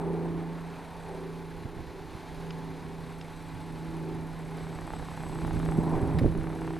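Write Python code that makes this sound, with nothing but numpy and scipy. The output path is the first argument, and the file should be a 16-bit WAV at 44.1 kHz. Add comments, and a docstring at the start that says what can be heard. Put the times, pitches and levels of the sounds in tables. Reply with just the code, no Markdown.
"""A piston aircraft drones far off over an airfield: shaft harmonics and roar swell and fade in unsteady air.
A ground engine idles close by: each firing pops through the exhaust, and pulsing noise forms the valve hiss;
drifting sines make its thin whistle and whine, with low hums below.
Wind noise rumbles on the microphone, whose left side passes less bass; wave packets make short low thumps.
A few dry ticks nearby ring as decaying modes."""
import sys
import numpy as np
from scipy import signal
from scipy.fft import rfft, irfft, next_fast_len
from scipy.io import wavfile

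SR = 44100
rng = np.random.default_rng(int(sys.argv[2]) if len(sys.argv) > 2 else 0)


def rack_gain(trim_db):
    """Turn a fader trim in dB into the linear factor to multiply a signal by."""
    fader = np.asarray(trim_db, float)
    return 10 ** (fader / 20)


def int16_out(signal):
    """Quantize to a 16-bit WAV file."""
    q = np.round(np.clip(np.atleast_2d(signal).T, -1, 1) * 32767)
    wavfile.write(sys.argv[1], SR, q.astype(np.int16))


N = 299439
T = np.arange(N) / SR
LONG = next_fast_len(N, True)
BINS_HZ = np.fft.rfftfreq(LONG, 1 / SR)
QUIET_DB = -45  # level from which swells are counted

# strength of the steady exhaust pops: time_s, click_db
POP_LEVELS = [(0, -39), (2.5, -57), (4.3, -44), (4.7, -34), (5.1, -31.5), (5.4, -31), (5.72, -28.5),
              (5.85, -42), (6.2, -34.5), (6.79, -30)]


def evened(x):
    """Normalises the mean power: rms 1."""
    return x / np.sqrt(np.mean(x ** 2) + 1e-20)


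def shaped(gain):
    """Spectral shaping: Gaussian noise with a gain on each frequency bin, at rms 1."""
    bins = rng.standard_normal((2, len(gain))).T @ [1, 1j]
    return evened(irfft(gain * bins, LONG)[:N])


def coloured(points):
    """Coloured noise of rms 1: spectral density interpolated in dB over log frequency."""
    hz, db = np.transpose(points)
    density_db = np.interp(np.log(BINS_HZ + 1), np.log(hz + 1), db, left=-120, right=-120)
    return shaped(rack_gain(density_db))


def drift(hz):
    """Slow random modulation of rms 1: noise under a Gaussian low-pass about hz wide."""
    return shaped(np.exp(-(BINS_HZ / hz) ** 2) * (BINS_HZ > 0))


def in_band(x, lo_hz, hi_hz):
    """Parseval's theorem: scales x so that its part between two frequencies has rms 1."""
    inside = (BINS_HZ > lo_hz) & (BINS_HZ < hi_hz)
    energy = np.sum(abs(rfft(x, LONG)[inside]) ** 2)
    return x * np.sqrt(N * LONG / 2 / energy)


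def curves(rows):
    """Linear interpolation: the columns after the time, read at every sample."""
    time_s, *columns = np.transpose(rows)
    return [np.interp(T, time_s, column) for column in columns]


def add(mix, s, sound):
    """Superposition: mixes a sound in at s seconds."""
    part = mix[round(s * SR):][:len(sound)]
    part += sound[:len(part)]


def low_hum():
    """Amplitude modulation: a nearly steady low sine whose level wanders."""
    # hum below the drone: time_s, pitch_hz, level_db
    hum_track = [(0, 93, -58), (6.79, 90, -57)]
    hz, db = curves(hum_track)
    return rack_gain(db + 3.5 * drift(3.4)) * np.sqrt(2) * np.sin(2 * np.pi * np.cumsum(hz) / SR)


def wind():
    """Amplitude-modulated low noise: a lumpy rumble on the microphone."""
    # strength of the rumble: time_s, level_db
    rumble_levels = [(0, -52), (1.34, -52.5), (1.65, -44.5), (2.2, -50.5), (2.9, -46), (3.3, -49),
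                     (3.85, -46.5), (4.35, -48), (4.9, -43), (5.3, -43), (5.5, -35), (5.9, -33.5),
                     (6.39, -31), (6.54, -40), (6.79, -45)]
    # spectrum of the rumble: frequency_hz, density_db (relative, per Hz)
    rumble_spectrum = [(8.8, -56), (15, 4), (113, 0), (162, -1.5), (186, -8.5), (213, -13), (396, -14),
                       (600, -24.5), (780, -36), (1320, -120)]
    rumble = in_band(coloured(rumble_spectrum), 25.5, 135)
    return rack_gain(curves(rumble_levels)[0] + 2.64 * drift(17)) * rumble


def thumps():
    """Gaussian wave packets: short low thumps, some near the pitch of the aircraft's firing tone."""
    # short low thumps: start_s, level_db, pitch_hz, envelope_width_cycles
    thump_events = [(1.653, -25.5, 111, 0.85), (2.147, -30, 82.5, 0.59), (5.197, -32, 163, 0.51),
                    (5.43, -24, 62, 0.54), (5.439, -25, 172, 0.64), (5.558, -27, 169, 0.57),
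                    (5.68, -24, 45, 0.54), (5.786, -11, 174, 0.66), (5.832, -18.5, 160, 0.47),
                    (5.87, -21, 156, 0.32), (5.928, -19.5, 163, 0.53), (6.028, -14.5, 99.6, 0.55),
                    (6.146, -15.5, 160, 0.74), (6.215, -15.5, 254, 0.85), (6.22, -14, 112, 0.78),
                    (6.232, -20, 200, 0.76), (6.244, -17, 307, 0.56), (6.252, -16, 166, 1),
                    (6.259, -9, 180, 0.29), (6.298, -26, 169, 0.94), (6.359, -22, 177, 0.97)]
    out = np.zeros(N)
    for s, db, hz, width in thump_events:
        u = np.arange(-300, 900) / SR * hz  # cycles from the start
        squeezed = u - 0.11 * np.sin(2 * np.pi * u)  # steep edges carry the upper body
        envelope = np.exp(-((u - .4) / width) ** 2) * signal.windows.tukey(len(u), .3)
        add(out, s - 300 / SR, rack_gain(db) * np.sin(2 * np.pi * squeezed) * envelope)
    return out


def ticks():
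    """Modal synthesis: a short rattle of knocks rings the damped modes of a small hard body."""
    # dry ticks: start_s, peak_db, rattle_decay_s, pitch_factor, top_hz
    tick_events = [(2.506, -31, 0.0035, 1.26, 6400), (3.212, -32, 0.0024, 1.3, 6400),
                   (6.187, -24, 0.0086, 0.945, 14300), (6.191, -37, .005, 0.86, 14500)]
    # modes of the body: frequency_hz, level_db (relative), t60_s
    modes = [(1146, 1, 0.0037), (2070, 7.5, 0.0038), (2600, 8.5, 0.0024), (3880, 1, 0.0075),
             (5100, -6.5, 0.0099), (7260, -11, .005), (10300, -8, .005), (13500, -22, .004)]
    out, u = np.zeros(N), np.arange(900) / SR
    for s, db, decay_s, pitch, top_hz in tick_events:
        body = sum(rack_gain(mode_db - 60 * u / t60) * np.sin(2 * np.pi * hz * pitch * u)
                   for hz, mode_db, t60 in modes)
        sparse = rng.standard_normal(600) * (rng.random(600) < .09)
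        knocks = sparse * np.exp(-np.arange(600) / SR / max(decay_s, 1e-4))
        knocks[0] = 1.1
        lowpass = signal.butter(8, top_hz, fs=SR, output="sos")
        sound = signal.sosfilt(lowpass, np.convolve(knocks, body))
        add(out, s, rack_gain(db) * sound / abs(sound).max())
    return out


def whistles(fired, whistle_db):
    """Frequency modulation blurs two tones; amplitude modulation flutters the high one with the firings."""
    # mostly sinking whistle: time_s, pitch_hz
    whistle_pitch = [(0, 8100), (2.9, 8084), (4.3, 8024), (5.3, 8020), (6.0, 7970), (6.7, 8040)]
    # faint wandering whine: time_s, pitch_hz, peak_db
    whine_track = [(1, 888, -55), (1.3, 864, -52), (2.0, 869, -59), (2.7, 877, -53), (3.1, 887, -60.5),
                   (3.7, 849.5, -49), (4.45, 886, -55.5), (4.95, 870, -58), (5.3, 880, -75)]
    flutter_db = 1.5 * np.cos(2 * np.pi * (fired + .1)) + 2.0 * drift(30) + 0.71 * drift(3.7)
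    turns = np.cumsum(curves(whistle_pitch)[0] + 14 * drift(45)) / SR
    whistle = rack_gain(whistle_db + flutter_db) * np.sqrt(2) * np.sin(2 * np.pi * turns)
    hz, db = curves(whine_track)
    whine_turns = np.cumsum(hz + 5 * drift(15.2)) / SR
    return whistle + rack_gain(db + 1.8 * drift(10.0)) * np.sin(2 * np.pi * whine_turns)


def valves(fired):
    """Gated jet noise: each two-firing cycle has a sharp puff, then a longer one that sinks in pitch."""
    # spectrum of the sharp puff: frequency_hz, density_db (relative, per Hz)
    hiss_spectrum = [(4800, -52), (5600, -3), (6500, -2.5), (7600, -17), (9000, -11), (9900, 3),
                     (10500, 3.5), (11500, -4), (13000, -19), (15600, -32)]
    chance_db = 1.1 * rng.standard_normal(int(fired[-1]) + 2)  # one draw a puff
    # the pulsing stands out more after the first seconds
    size = np.interp(T, [0, 2, 3], [.45, .5, 1.05]) * rack_gain(chance_db[(fired + .8).astype(int)])
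    cycle = fired % 2
    sharp_gate = 0.52 + 1.53 * size * np.exp(-((cycle - .82) / 0.11) ** 2)
    sharp = sharp_gate * coloured(hiss_spectrum)
    # two quadrature carriers make a noise band round a sinking centre
    turn = 2 * np.pi * np.cumsum(10600 - 2200 * (cycle - 1.5)) / SR
    sinking = drift(600) * np.cos(turn) + drift(600) * np.sin(turn)
    long_gate = 0.74 * size * np.exp(-((cycle - 1.5) / 0.3) ** 2)
    return in_band(sharp + long_gate * sinking, 7000, 14000)


def exhaust(fired):
    """Impulse response: each firing's pressure spike is swung back by the tailpipe; a ragged puff follows."""
    # pops with a level of their own, mostly loud: time_s, click_db
    single_pops = [(4.787, -28.5), (4.876, -30), (4.904, -27), (4.935, -26.5), (5.054, -37), (5.356, -31),
                   (5.387, -29), (5.448, -25.5), (5.508, -26), (5.66, -27.5), (5.688, -23.5), (5.72, -27),
                   (6.35, -29.5), (6.44, -29), (6.47, -27.5), (6.501, -29), (6.529, -32), (6.617, -29),
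                   (6.676, -24.5), (6.765, -30.5)]
    # gas after a pop: frequency_hz, density_db (relative, per Hz)
    puff_spectrum = [(300, -27), (550, 6), (900, 15), (1800, -15), (2800, -6), (4500, -23)]
    count = fired.astype(int)
    chance_db = 2.0 * rng.standard_normal(count[-1] + 1)[count]  # one draw a firing
    clicks = np.diff(count, prepend=count[0]) * rack_gain(curves(POP_LEVELS)[0] + chance_db)
    for s, db in single_pops:
        clicks[round((s - .008) * SR):round((s + .008) * SR)] = 0  # clears any steady pop here
        clicks[round(s * SR)] = rack_gain(db)
    u = np.arange(900) / SR
    spike = np.exp(-((u - .0013) / 0.00018) ** 2)
    swing = 0.68 * np.exp(-u / 0.0018) * np.sin(2 * np.pi * 780 * np.maximum(u - .0015, 0))
    puff_envelope = np.exp(-u / 0.004) * (1 - np.exp(-(u / 0.0018) ** 4))
    puff = signal.oaconvolve(clicks, puff_envelope)[:N] * coloured(puff_spectrum)
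    return signal.oaconvolve(clicks, 1.5 * spike - swing)[:N] + 0.42 * puff


def ground_engine():
    """Periodic excitation: each firing thuds, pops and rattles the block, with valve hiss and whistles."""
    # engine speed: time_s, firing_rate_hz
    speed = [(0.0, 33.68), (1.0, 33.35), (2.0, 33.38), (3.2, 33.38), (4.2, 32.93), (4.9, 33.74),
             (5.4, 32.89), (5.9, 33.04), (6.4, 33.71), (6.79, 34.25)]
    # idling layers: time_s, high_clatter_db, valve_hiss_db, whistle_db
    idle_levels = [(0, -67, -69, -72), (0.4, -64.5, -73.5, -78), (1.0, -63, -69.5, -70),
                   (1.6, -64, -71, -78), (1.9, -62, -75, -83), (2.32, -60.5, -70, -77),
                   (2.76, -63, -73, -80), (3.0, -62.5, -73, -72), (3.7, -62, -71, -70.5),
                   (4.2, -63, -71.5, -78), (4.78, -60.5, -69.5, -67), (5.1, -59.5, -68.5, -69.5),
                   (5.25, -60, -66.5, -61.5), (5.52, -59, -65.5, -70), (5.7, -59.5, -65, -63.5),
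                   (6.35, -64, -68.5, -75.5), (6.62, -62, -67.5, -70), (6.79, -61.5, -72, -75)]
    # spectrum of the clatter: frequency_hz, density_db (relative, per Hz)
    clatter_spectrum = [(260, -45), (450, -7), (505, -2), (535, -12.5), (847, -5), (924, -9), (978, -4.5),
                        (1050, -7.5), (1110, -6.5), (1200, -13), (1460, -10.5), (2400, -14), (3000, -19),
                        (4060, -17), (5420, -25), (14000, -36.5)]
    # low beat of the firings: multiple_of_firing_rate, level_db
    beat = [(1, -52), (2, -54)]
    fired = .374 + np.cumsum(curves(speed)[0]) / SR  # firings so far; part of a cycle has already run
    high_db, hiss_db, whistle_db = curves(idle_levels)
    # low clatter lies above the mean of the high and takes a small share of the pops' growth
    low_db = high_db.mean() + 7.5 + .08 * (curves(POP_LEVELS)[0] - QUIET_DB)
    pulsing_db = 0.83 * np.cos(2 * np.pi * (fired - .05)) + 0.69 * drift(19)
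    rattle = coloured(clatter_spectrum) * rack_gain(pulsing_db)
    low = signal.filtfilt(*signal.butter(2, 2700, fs=SR), rattle)
    high = rattle - low
    clatter = rack_gain(low_db) * in_band(low, 1007, 3700) + rack_gain(high_db) * in_band(high, 1800, 8700)
    thud = sum(rack_gain(db + 1.6 * drift(5.5)) * np.sqrt(2) * np.sin(2 * np.pi * k * fired) for k, db in beat)
    return exhaust(fired) + clatter + thud + rack_gain(hiss_db) * valves(fired) + whistles(fired, whistle_db)


def aircraft():
    """Harmonic series of the shaft, scintillating in turbulent air, over a roar throbbing with the firings."""
    # swells in unsteady air: time_s, firing_tone_db, octave_db, high_overtones_db, roar_db
    plane_levels = [(0.0, -34, -50, -37, -41.5), (0.1, -33, -41, -34, -45),
                    (0.36, -33.5, -41, -42.5, -48.5), (0.62, -38, -63, -53, -52),
                    (0.85, -47, -64, -53, -52), (1.02, -44.5, -68, -54, -51),
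                    (1.15, -45.5, -70, -42, -46.5), (1.3, -38, -59, -40.5, -56.5),
                    (1.49, -43, -53, -48, -60), (1.81, -54, -50.5, -50, -55.5), (1.97, -48, -57, -48, -55),
                    (2.14, -52, -52, -55.5, -54.5), (2.5, -38, -68, -48, -52),
                    (2.82, -42.5, -56, -47, -52.5), (3.2, -41, -65, -53, -56.5),
                    (3.35, -45.5, -56, -59, -57.5), (3.63, -41, -55, -56, -56),
                    (3.86, -38, -45, -49, -53.5), (4.1, -35, -43, -42, -52), (4.29, -40, -52.5, -56, -54),
                    (4.61, -37.5, -59, -48, -52.5), (4.88, -41.5, -47.5, -52, -53),
                    (5.05, -43, -73, -55.5, -53), (5.37, -37.5, -42.5, -45.5, -49.5),
                    (5.67, -29, -43, -44.5, -48), (5.94, -30, -35, -44, -37.5), (6.03, -40, -34, -37, -41),
                    (6.18, -26, -45.5, -45, -43), (6.3, -33, -41.5, -47, -56),
                    (6.49, -38, -40.5, -47.5, -49.5), (6.68, -36.5, -39, -40, -52),
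                    (6.79, -37.5, -40.5, -47, -69)]
    # firing pitch, mostly sinking as it turns away: time_s, pitch_hz
    firing_pitch = [(0, 166.6), (.5, 166.6), (2.1, 163.8), (2.9, 162.9), (3.6, 162.2), (5.2, 161.8),
                    (6.79, 162.1)]
    # overtones, a low half then a high half: multiple_of_shaft_rate, level_db (relative)
    overtones = [(3, -6), (5, -6), (7, -18), (8, -18), (9, -1), (10, 2), (11, -2.5), (13, -5), (14, 2),
                 (15, 3), (16, -5), (17, -14), (18, -9), (19, -21)]
    # faint overtones inside the roar: multiple_of_shaft_rate, level_db (relative to the roar)
    roar_overtones = [(22, -12), (28, -9), (30, -28), (31, -16), (32, -15)]
    # spectrum of the roar: frequency_hz, density_db (relative, per Hz)
    roar_spectrum = [(120, -40), (200, 0), (215, -15.5), (329, -10.5), (415, -9), (575, -13), (878, -8.5),
                     (1310, -23.5), (2500, -34.5), (3250, -106), (5500, -120)]
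    cylinders = 6  # firings a shaft turn
    tone_db, octave_db, high_db, roar_db = curves(plane_levels)
    shaft = 2 * np.pi * np.cumsum(curves(firing_pitch)[0]) / SR / cylinders  # radians
    tone_phase = cylinders * shaft + 0.16 * drift(9.7)
    tone = rack_gain(tone_db + 0.57 * drift(8.1)) * np.sqrt(2) * np.sin(tone_phase)
    octave_phase = 2 * cylinders * shaft + 0.5 * drift(3)
    octave = rack_gain(octave_db + 1.8 * drift(37)) * np.sqrt(2) * np.sin(octave_phase)

    lines = []
    for k, db in overtones + roar_overtones:
        smear = 0.14 * drift(9.4) + 0.27 * drift(33)
        phase = k * shaft + 2 * np.pi * rng.random() + smear
        lines.append(rack_gain(db + 2.7 * drift(7.4)) * np.sin(phase))
    half = len(overtones) // 2
    low = in_band(sum(lines[:half]), 230, 305)
    high = in_band(sum(lines[half:2 * half]), 365, 520)

    throb = 1 + 0.16 * np.cos(cylinders * shaft)
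    noise = coloured(roar_spectrum) * throb * rack_gain(0.33 * drift(36))
    roar = in_band(noise, 570, 1250) + sum(lines[2 * half:])
    # low overtones take a share of the swells of tone, octave and roar
    swell_db = 0.37 * (tone_db - QUIET_DB) + 0.13 * (octave_db - QUIET_DB) + 0.34 * (roar_db - QUIET_DB)
    low_db = -46.5 + swell_db
    return tone + octave + rack_gain(low_db) * low + rack_gain(high_db) * high + rack_gain(roar_db) * roar


def scene():
    """Superposition: the sum of all sources reaches both microphone ports alike."""
    mono = aircraft() + ground_engine() + low_hum() + wind() + thumps() + ticks()
    return np.tile(mono, (2, 1))


def top_cut(x):
    """Nothing passes above the cut-off."""
    return signal.sosfilt(signal.butter(12, 15760, fs=SR, output="sos"), x)


def record(dry):
    """First-order high-pass with a leak thins the left bass; each side adds self-noise and a faint tone."""
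    # spectrum of the self-noise: frequency_hz, density_db (relative, per Hz)
    noise_spectrum = [(880, -32), (1500, -17), (1670, -4), (2700, -5), (2920, -9), (3880, -6), (5420, -3.5),
                      (9850, -1.5), (15600, -4)]
    left_cut_hz, left_leak = 166, 0.16  # the leak is the share of deep bass that still passes
    thin = signal.lfilter(*signal.butter(1, left_cut_hz, "high", fs=SR), dry[0])
    left = thin + left_leak * (dry[0] - thin)
    own = rack_gain(-71.5) * np.array([coloured(noise_spectrum), coloured(noise_spectrum)])
    own += rack_gain(-93) * np.sin(2 * np.pi * 12500 * T)  # steady electrical tone
    return top_cut(np.array([left, dry[1]]) + own)


dry = scene()
out = record(dry)
int16_out(out)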